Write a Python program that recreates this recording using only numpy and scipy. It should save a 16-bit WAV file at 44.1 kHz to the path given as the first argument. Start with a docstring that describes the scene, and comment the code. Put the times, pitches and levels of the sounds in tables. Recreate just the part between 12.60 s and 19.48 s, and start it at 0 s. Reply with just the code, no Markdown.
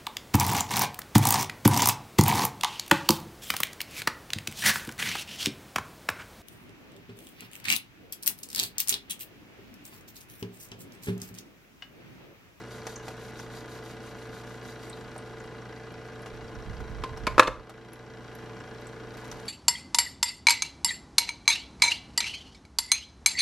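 """A toy sink's battery pump hums and rattles while its thin stream trickles over an apple.
A small brush scrubs and knocks, then drops on the hollow plastic rim with a loud clatter.
Pump tones follow the shaft; gears, water and bristles are shaped noise; struck plastic is dying sines.
The near microphone overloads, ducks and recovers; a fridge motor and the mains hum low in the room."""
import sys
import numpy as np
from scipy import signal
from scipy.fft import rfft, irfft
from scipy.io import wavfile
from scipy.ndimage import uniform_filter1d

SR = 44100
rng = np.random.default_rng(int(sys.argv[2]) if len(sys.argv) > 2 else 0)


def put_to_file(sound):
    """Save the sound as 16-bit audio at rate SR, in the file named by the first command-line argument."""
    columns = np.atleast_2d(sound).T  # one column per channel
    safe = np.clip(columns, -1, 1)
    whole_steps = np.round(safe * 32767)
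    wavfile.write(sys.argv[1], SR, whole_steps.astype(np.int16))


N = 303408
TIME = np.arange(N) / SR


def amp(db):
    """Decibels to gain."""
    return 10 ** (np.asarray(db) / 20)


def unit(x):
    """Scales to rms 1."""
    return x / np.sqrt(np.mean(x ** 2) + 1e-20)


def curve(rows):
    """Joins (t/s, value) rows by straight lines."""
    return np.interp(TIME, *np.transpose(rows))


def read(points, hz):
    """Reads (f/Hz, value) rows on a log-frequency axis."""
    f, value = np.transpose(points)
    return np.interp(np.log(hz + 1), np.log(f + 1), value)


def add(mix, s, sound):
    """Adds a sound at time s."""
    part = mix[round(s * SR):][:len(sound)]
    part += sound[:len(part)]


def colour(x, points, peaks=(), size=8192):
    """Causal filter of unit energy from a spectrum and resonant lifts."""
    hz = abs(np.fft.fftfreq(size, 1 / SR))
    db = read(points, hz)
    for f, width, lift in peaks:
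        db = db + lift / (1 + (2 * (hz - f) / width) ** 2)
    # minimum phase: the filter answers as early as its spectrum allows
    spectrum = np.exp(np.conj(signal.hilbert(np.log(amp(db)))))
    taps = np.fft.ifft(spectrum).real[:size // 2]
    return signal.oaconvolve(x, taps / np.linalg.norm(taps))[:len(x)]


def dying(t60, size=8192):
    """Exponential decay, down 60 dB after t60 seconds."""
    return np.exp(-np.log(1000) * TIME[:size] / t60)


def burst(t60, size=8192):
    """A dying puff of noise."""
    return rng.standard_normal(size) * dying(t60)


def wander(hz, size=16384):
    """Slow chance of rms 1, up to about hz."""
    real, imaginary = rng.standard_normal((2, size))
    fade = np.exp(-(np.arange(size) * SR / N / hz) ** 2)
    return unit(irfft((real + 1j * imaginary) * fade, N))


def ringing(modes):
    """A struck object: dying sines from (f/Hz, level/dB, t60/s) rows."""
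    return sum(amp(db) * np.sin(2 * np.pi * hz * TIME[:8192]) * dying(t60) for hz, db, t60 in modes)


# pump speed before its waver: t/s, speed/(turns/s)
PUMP_SPEED = [(0, 27.83), (1.2, 27.82), (2.7, 27.9), (4.4, 27.765), (6.88, 27.85)]


def shaft(wobble_turns=0.006):
    """Turns of the pump shaft so far, wavering with the load."""
    return np.cumsum(curve(PUMP_SPEED)) / SR + wobble_turns * wander(7.5)


# pump tones before flutter: multiple of the turning rate, rms level/dB
PUMP_TONES = [(7, -62.5), (8, -60.5), (9, -63), (11, -63.5), (12, -57), (13, -61), (14, -61), (15, -60),
              (16, -50), (17, -60), (18, -60), (21, -59), (22, -68.5), (24, -65.5), (26, -66), (27, -62),
              (31, -63), (35, -78), (36, -64.5), (38, -77), (39, -69.5), (42, -74), (44, -70.5),
              (51, -64.5), (52, -74), (53, -65), (54, -67.5), (57, -64.5), (59, -67), (61, -69), (62, -81)]


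def motor(turns, flutter=0.17):
    """Tones on multiples of the turning rate, wavering with the load."""
    out = np.zeros(N)
    for multiple, db in PUMP_TONES:
        level = amp(db) * np.sqrt(2) * (1 + flutter * wander(20))
        out += level * np.cos(2 * np.pi * (multiple * turns + rng.random()))
    return out


# gear ticks and knocks in one turn: place/share of turn, relative level/dB, centre f/Hz, t60/s
GEAR_KNOCKS = [(.05, 5.5, 4700, 0.016), (.065, 5, 1060, 0.018), (0.111, 0.5, 2370, 0.027),
               (.205, 5, 1580, 0.012), (0.334, 0, 785, 0.016), (.4, -1.5, 4500, 0.011),
               (.44, 3.5, 1710, 0.012), (0.544, -1.5, 1550, 0.0065), (.5, 6, 305, 0.021),
               (0.66, 5, 440, 0.017), (.76, -3, 1410, 0.011), (.9, -8, 600, 0.012)]
# rattle spectrum: f/Hz, relative level/(dB per Hz)
RATTLE_SPECTRUM = [(90, -8.5), (180, 4), (450, 4), (650, -3.5), (1000, -0.5), (1320, 1.5), (1600, -6),
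                   (2400, -8.5), (4000, -12.5), (6000, -19), (7500, -19), (12000, -56), (16000, -50)]
# resonances of the pump housing: f/Hz, width/Hz, lift/dB
HOUSING_PEAKS = [(726, 59, 11), (1020, 86, 4.5), (1317, 58, -6), (1461, 53, 7.5), (1602, 42, 12),
                 (1704, 51, 11), (1988, 90, 13), (2154, 140, 6), (2375, 81, 6.5), (2854, 62, 14),
                 (3214, 55, 12), (3940, 184, 11), (4270, 79, 11), (4670, 120, 13), (4930, 120, 2),
                 (5550, 260, 13), (5830, 230, 9), (6130, 150, 7.5)]
TAP_TOP_HZ = 2140  # low-pass corner of the clean gear taps; above it the churn takes over


def pump(turns, rattle_db=-51.0, rough=0.58, uneven_db=1.2, churn=0.1):
    """Gears knock at the same places in every turn and ring the housing."""
    rattle = np.zeros(N)
    for share, db, hz, t60 in GEAR_KNOCKS:
        at = np.searchsorted(turns, np.arange(share, turns[-1], 1))
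        hits = np.zeros(N)
        hits[at] = amp(db + uneven_db * rng.standard_normal(len(at)))
        # part of each knock is a clean tap that repeats, part is churned water
        tap = hits * np.linalg.norm(dying(t60))
        tap = signal.lfilter(*signal.butter(2, TAP_TOP_HZ, fs=SR), tap)
        churned = (churn + signal.oaconvolve(hits, dying(t60))[:N]) * rng.standard_normal(N)
        band = signal.butter(1, [hz / 1.6, hz * 1.6], "band", fs=SR)
        rattle += signal.lfilter(*band, np.sqrt(1 - rough) * tap + np.sqrt(rough) * churned)
    return amp(rattle_db) * unit(colour(rattle, RATTLE_SPECTRUM, HOUSING_PEAKS))


# water falling on the apple and basin: t/s, spray level/dB
STREAM_FLOW = [(0, -59), (2.6, -62), (3.3, -69), (3.7, -60.5), (5.1, -70), (5.8, -63), (6.45, -66),
               (6.6, -54.5)]
# splash spectrum, for stream and wet clicks: f/Hz, relative level/(dB per Hz)
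SPLASH_SPECTRUM = [(300, -46), (900, 14.5), (2500, 5.5), (6000, 0), (9000, -6.5), (13000, -11.5),
                   (16000, -20)]


def trickle(drops_per_s=450, spread_db=5, drop_t60=0.015, pops_per_s=60, pop_db=-7, pop_t60=0.051,
            count=24):
    """Tiny splashes and popping air pockets follow the flow of the stream; large pockets ring longer."""
    def drops(per_s):
        """Chance impacts, a few of them much stronger."""
        strength = amp(spread_db * np.minimum(rng.exponential(1, N), np.e))
        return strength * (rng.random(N) < per_s / SR)

    spray = signal.oaconvolve(drops(drops_per_s), dying(drop_t60))[:N] * rng.standard_normal(N)
    pitches = np.geomspace(650, 9000, count)
    pops = np.zeros(N)
    for hz in pitches:
        size = np.sqrt(pitches[0] / hz)
        pops += size * signal.oaconvolve(drops(pops_per_s / count), bubble(hz, pop_t60 * size))[:N]
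    return amp(curve(STREAM_FLOW)) * (unit(colour(spray, SPLASH_SPECTRUM)) + amp(pop_db) * unit(pops))


def bubble(hz, t60, rise_per_s=3):
    """An air pocket rings and rises in pitch as it nears the surface."""
    t = TIME[:4096]
    return np.sin(2 * np.pi * hz * t * (1 + rise_per_s * t / 2)) * dying(t60, size=4096)


# drips, small brush knocks and wet clicks:
# t/s, level/dB, narrow noise ring f/Hz, spray trim/dB, basin plop trim/dB
WET_CLICKS = [(0.2684, -34, 5960, 4.5, 4), (0.481, -43.5, 2540, 10.5, 14), (0.679, -45, 5140, -10, -15),
              (.791, -39.5, 5300, -0.5, -8), (.7985, -41, 6300, 2, 4), (2.2975, -38, 8100, -10, -19),
              (2.562, -39.5, 680, -4, 7), (2.58, -41.5, 8600, -5, -13), (2.8, -48, 7200, -10, -15),
              (3.62, -52, 10500, 4, -12), (3.66, -43.5, 2840, 4.5, 6), (4.2035, -40, 1510, -2.5, 3),
              (4.573, -42, 5540, 3, 7.5), (5.095, -45.5, 3240, 12.5, 15), (5.3322, -44, 11240, 3, -4),
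              (5.752, -46.5, 11300, -6, -12), (6.002, -54, 7400, -10, -15), (6.27, -45, 7800, 2, -21),
              (6.57, -54.5, 12500, 14, -10), (6.7142, -32, 5850, -1, -25), (6.8, -52, 9500, 4, -8),
              (6.831, -51, 4700, -3, -17), (6.86, -51, 10500, -8, -17)]


def wet_clicks(stray_db=-57, stray_low_hz=4200, stray_high_hz=12000, stray_spray_db=4, stray_plop_db=-2,
               count=14):
    """The louder drips and brush knocks, and faint stray drips that run off the apple at random."""
    out = np.zeros(N)
    for s, db, hz, spray_db, plop_db in WET_CLICKS:
        add(out, s, amp(db) * wet_click(hz, spray_db, plop_db))
    for when, pitch in rng.random((count, 2)):
        hz = stray_low_hz * (stray_high_hz / stray_low_hz) ** pitch
        add(out, when * N / SR, amp(stray_db) * wet_click(hz, stray_spray_db, stray_plop_db))
    return out


# modes of the basin floor: f/Hz, relative level/dB, t60/s
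BASIN_MODES = [(500, -3, .04), (650, -1, .06), (756, 3.5, 0.056), (895, -3.5, .055), (1230, -8, 0.036)]


def wet_click(hz, spray_db, plop_db, ring_t60=0.025, spray_t60=0.066, splash_db=-6, basin_db=-9):
    """One drip or small knock: a puff of spray, a narrow ring of noise and a plop on the thin basin."""
    spray = amp(splash_db + spray_db) * colour(burst(spray_t60), SPLASH_SPECTRUM)
    plop = amp(basin_db + plop_db) * ringing(BASIN_MODES)
    return cavity(hz, ring_t60) + spray + plop


def cavity(hz, t60, sharpness=9):
    """A small hollow rings: a puff of noise in one steep resonance."""
    peak = signal.iirpeak(hz, sharpness, fs=SR)
    return unit(signal.filtfilt(*peak, rng.standard_normal(8192))) * dying(t60) / np.sqrt(2)


# brush strokes to and fro over the apple: t/s at full pressure, level/dB before the overall trim
BRUSH_STROKES = [(.15, -54), (.3, -51.5), (.485, -54), (.64, -54.5), (.81, -54), (.965, -52),
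                 (1.135, -53.5), (1.285, -54.5), (1.47, -56), (1.61, -59.5), (1.765, -54.5), (1.92, -56.5),
                 (2.085, -52.5), (2.25, -55), (2.385, -63)]
# bristle spectrum: f/Hz, relative level/(dB per Hz)
BRISTLE_SPECTRUM = [(1000, -28), (2800, 0), (3900, 4.5), (6500, -5.5), (7800, -3), (13000, -6),
                    (16000, -23)]
# resonances of the brush head: f/Hz, width/Hz, lift/dB
BRUSH_HEAD_PEAKS = [(3740, 280, 4), (4770, 210, 8.5), (6020, 380, 11), (6850, 400, 10)]
# wet bristles squeak on the peel: t/s, level/dB, f/Hz, swell time/s
PEEL_SQUEAKS = [(.3575, -41, 6300, 0.0028), (2.326, -46.5, 4000, 0.0042)]


def scrubbing(grain_db=2.5, grain_hz=1100, clump_db=1.5, clump_hz=70, trim_db=-2.7, swell_s=0.054,
              squareness=3, squeak_sharpness=6):
    """Wet bristles flick over the peel in clumps, swelling with each stroke; now and then they squeak."""
    pressure = sum(amp(db) * np.exp(-abs((TIME - s) / swell_s) ** squareness) for s, db in BRUSH_STROKES)
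    clumping = amp(grain_db * wander(grain_hz) + clump_db * wander(clump_hz))
    flicks = rng.standard_normal(N) * clumping
    out = amp(trim_db) * pressure * unit(colour(flicks, BRISTLE_SPECTRUM, BRUSH_HEAD_PEAKS))
    for s, db, hz, rise_s in PEEL_SQUEAKS:
        age = np.maximum(TIME - s, 0) / rise_s
        slip = signal.filtfilt(*signal.iirpeak(hz, squeak_sharpness, fs=SR), rng.standard_normal(N))
        out += amp(db) * unit(slip) * age * np.exp(1 - age)
    return out


# brush strikes on the rim: t/s, level/dB, low corner f/Hz, high corner f/Hz (hardness),
# crack trim/dB, rebound level/dB re the blow
RIM_BLOWS = [(4.4374, -23.5, 800, 906, 5.5, 5), (4.6685, -19, 330, 6030, 10, 6),
             (4.7803, -2, 170, 1090, -9, -2), (4.7856, -7, 200, 700, -11, -17),
             (4.7952, 9.5, 170, 3940, -2, -26), (4.8244, -3, 497, 2000, -28, -26),
             (4.831, -13.5, 900, 6000, 5.5, -14), (4.874, -14, 400, 2000, 6.5, -14),
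             (4.879, 4, 200, 300, -23, -20)]
# modes of the hollow sink: f/Hz, relative level/dB, t60/s
SINK_MODES = [(118.4, -33.5, 0.25), (357, -20, 0.039), (445, -13.5, 0.019), (524, -19, 0.073),
              (540, -11.5, 0.027), (607.5, -8, 0.026), (768, -11, 0.0247), (920, -7, 0.021),
              (1032, -4, 0.03), (1064, -21, 0.078), (1175, -4.5, 0.027), (1240, -23, 0.12),
              (1260, -2.5, 0.019), (1360, -25, 0.084), (1688, -9, 0.026), (1700, -25, 0.04),
              (2230, -12.5, 0.018), (2560, -11.5, 0.028), (2510, -40, 0.16), (2580, -34, 0.048),
              (2790, -18, 0.022), (3300, -30, 0.023), (3910, -21, 0.022), (4180, -18, 0.021)]
# crack spectrum: f/Hz, relative level/(dB per Hz)
CRACK_SPECTRUM = [(150, -4), (500, 6.5), (1500, 7), (4000, 2.5), (7000, -8), (12000, -19), (16000, -37)]
# every blow lands twice: delay, share of its corner frequencies, crack trim of the second contact
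REBOUND_S, REBOUND_DULLING, REBOUND_CRACK_DB = 0.0061, 0.24, -12


def clatter(crack_t60=0.038, crack_level_db=-13, spread_s=0.00083):
    """The brush touches the rim, falls and bounces; blows crack, ring the sink and land again, duller."""
    out = np.zeros(N)
    # the blow takes a moment to spread over the shell
    ring = -(1 - np.exp(-TIME[:8192] / spread_s)) * ringing(SINK_MODES)

    def contact(low_hz, high_hz, crack_db):
        """A light touch stirs little bass, a soft one little treble."""
        body = signal.lfilter(*signal.butter(2, low_hz, "high", fs=SR), ring)
        body = signal.lfilter(*signal.butter(1, high_hz, fs=SR), body)
        return body + amp(crack_db + crack_level_db) * colour(burst(crack_t60), CRACK_SPECTRUM)

    for s, db, low_hz, high_hz, crack_db, rebound_db in RIM_BLOWS:
        add(out, s, amp(db) * contact(low_hz, high_hz, crack_db))
        rebound = contact(REBOUND_DULLING * low_hz, REBOUND_DULLING * high_hz, REBOUND_CRACK_DB)
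        add(out, s + REBOUND_S, amp(db + rebound_db) * rebound)
    return out


# light touches of the hollow brush handle: t/s, level/dB
HANDLE_TOCKS = [(4.4375, -36.5), (4.493, -47), (4.671, -33.5)]
# modes of the handle: f/Hz, relative level/dB, t60/s
HANDLE_MODES = [(960, 3, 0.078), (1038, 9.5, 0.1), (1166, -3, 0.05)]
# spots of plastic that ring as the brush tumbles on the rim: t/s, level/dB, f/Hz
PLASTIC_TICKS = [(4.672, -25, 246), (4.677, -24, 2230), (4.8245, -24, 2700), (4.833, -27, 3680),
                 (4.872, -20, 3570), (4.877, -18.5, 2110), (4.8785, -11.5, 465)]


def handle(tick_t60=0.032):
    """The handle tocks when it touches the rim; each spot of plastic that is hit rings briefly."""
    out = np.zeros(N)
    for s, db in HANDLE_TOCKS:
        add(out, s, amp(db) * ringing(HANDLE_MODES))
    for s, db, hz in PLASTIC_TICKS:
        add(out, s, ringing([(hz, db, tick_t60)]))
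    return out


# hum of the fridge motor (lowest row) and the mains: f/Hz, rms level/dB
ROOM_HUM = [(59.2, -59.5), (120, -49.5), (240, -60.5)]


def hum():
    """Steady low hum of a fridge motor and the mains: sines at random phase."""
    out = np.zeros(N)
    for hz, db in ROOM_HUM:
        out += amp(db) * np.sqrt(2) * np.sin(2 * np.pi * (hz * TIME + rng.random()))
    return out


# room air spectrum: f/Hz, relative level/(dB per Hz)
AIR_SPECTRUM = [(12, -22), (25, -14), (36, 4.5), (55, -22), (85, -3.5), (180, 0.5), (450, -4.5),
                (1400, -13.5), (2600, -18), (5700, -28), (12000, -40.5), (15000, -52)]
# soft low bumps as the arm reaches over the sink: t/s, level/dB
ARM_BUMPS = [(3.75, -49), (3.85, -50), (3.98, -43), (4.1, -35.5), (4.21, -38), (4.32, -38.5), (4.41, -38),
             (4.53, -39.5), (4.65, -37.5), (4.74, -38), (4.9, -36.5), (5.0, -45)]
# bump spectrum: f/Hz, relative level/(dB per Hz)
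RUMBLE_SPECTRUM = [(15, -0.5), (30, 5.5), (48, 15), (90, 7), (135, -1), (250, -5.5), (600, -61)]


def background(air_db=-49.5, bump_s=0.042):
    """Room air and the soft low bumps of the reaching arm, both shaped noise."""
    air = amp(air_db) * unit(colour(rng.standard_normal(N), AIR_SPECTRUM))
    swell = sum(amp(db) * np.exp(-((TIME - s) / bump_s) ** 2) for s, db in ARM_BUMPS)
    rumble = signal.hilbert(colour(rng.standard_normal(N), RUMBLE_SPECTRUM))
    # dividing by the root of its envelope evens out the rumble
    even_rumble = rumble.real / np.sqrt(abs(rumble) + 1e-9)
    return air + swell * unit(even_rumble)


# decay of the room: f/Hz, t60/s
ROOM_DECAY = [(100, 0.36), (500, 0.425), (1500, 0.335), (5000, 0.31), (14000, 0.34)]


def room(x, first_s=0.00032, size=22050):
    """Dense reflections from near walls, each band dying at its own speed."""
    noise = rng.standard_normal(size) * (TIME[:size] > first_s)
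    hz, t, bands = signal.stft(noise, SR, nperseg=256)
    decay = np.exp(-np.log(1000) * t / read(ROOM_DECAY, hz)[:, None])
    tail = signal.istft(bands * decay, SR, nperseg=256)[1]
    return signal.oaconvolve(x, tail / np.linalg.norm(tail))[:N]


def difference(x, width, scatter_t60=0.028):
    """What two close ports do not share: scattered sound, shaped by the width table."""
    scatter = burst(scatter_t60)
    spectrum = rfft(x) * rfft(scatter / np.linalg.norm(scatter), N)
    return irfft(spectrum * amp(read(width, np.fft.rfftfreq(N, 1 / SR))), N)


# stereo width of steady sounds: f/Hz, side level/dB re mid, before any side trim
STEADY_WIDTH = [(60, -10.5), (110, -26), (200, -6), (380, -9), (700, -11.5), (1290, -13.5), (2400, -9),
                (4400, -9), (8000, -1), (15000, 1.5)]
# stereo width of blows on the rim: f/Hz, side level/dB re mid
BLOW_WIDTH = [(60, -5), (180, -27), (550, -30), (1650, -20), (4970, -6), (15000, 7)]


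def scene(clatter_room_db=-11, water_room_db=-8, click_room_db=-13, motor_side_db=-7):
    """Pump, water and brush in a small room; the motor tones are narrowed and the hum is central."""
    turns = shaft()
    tones = motor(turns)
    water = trickle() + scrubbing()
    clicks = wet_clicks()
    knocks = clatter() + handle()
    knocks = knocks + room(amp(clatter_room_db) * knocks)
    wet = room(amp(water_room_db) * water + amp(click_room_db) * clicks)
    diffuse = pump(turns) + background() + water + clicks + wet
    mid = diffuse + knocks + tones + hum()
    side = difference(diffuse + amp(motor_side_db) * tones, STEADY_WIDTH)
    side += difference(knocks, BLOW_WIDTH, scatter_t60=0.014)
    return np.array([mid + side, mid - side])


EDGE_HZ = 15600  # upper band limit


def record(dry, threshold_db=-14, slope=0.68, recover_db_per_s=8, hold_s=0.053, lag_s=0.011):
    """Gain control ducks after the loud blow, holds and recovers; peaks overload softly; treble is cut."""
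    power = uniform_filter1d((np.clip(dry, -1, 1) ** 2).mean(0), size=256)
    over_db = slope * np.maximum(10 * np.log10(abs(power) + 1e-12) - threshold_db, 0)
    last_loud = np.maximum.accumulate(np.where(over_db > 0, TIME, -SR))
    recovered_db = recover_db_per_s * np.maximum(TIME - last_loud - hold_s, 0)
    duck_db = np.maximum(np.maximum.accumulate(over_db) - recovered_db, 0)
    # the gain lags behind
    r = np.exp(-1 / (lag_s * SR))
    ducked = dry / amp(signal.lfilter([1 - r], [1, -r], duck_db))
    limited = ducked / (1 + ducked ** 4) ** (1 / 4)
    low_pass = signal.firwin(511, EDGE_HZ, window=("kaiser", 9), fs=SR)
    return signal.oaconvolve(limited, low_pass[None], "same")


dry = scene()
out = record(dry)
put_to_file(out)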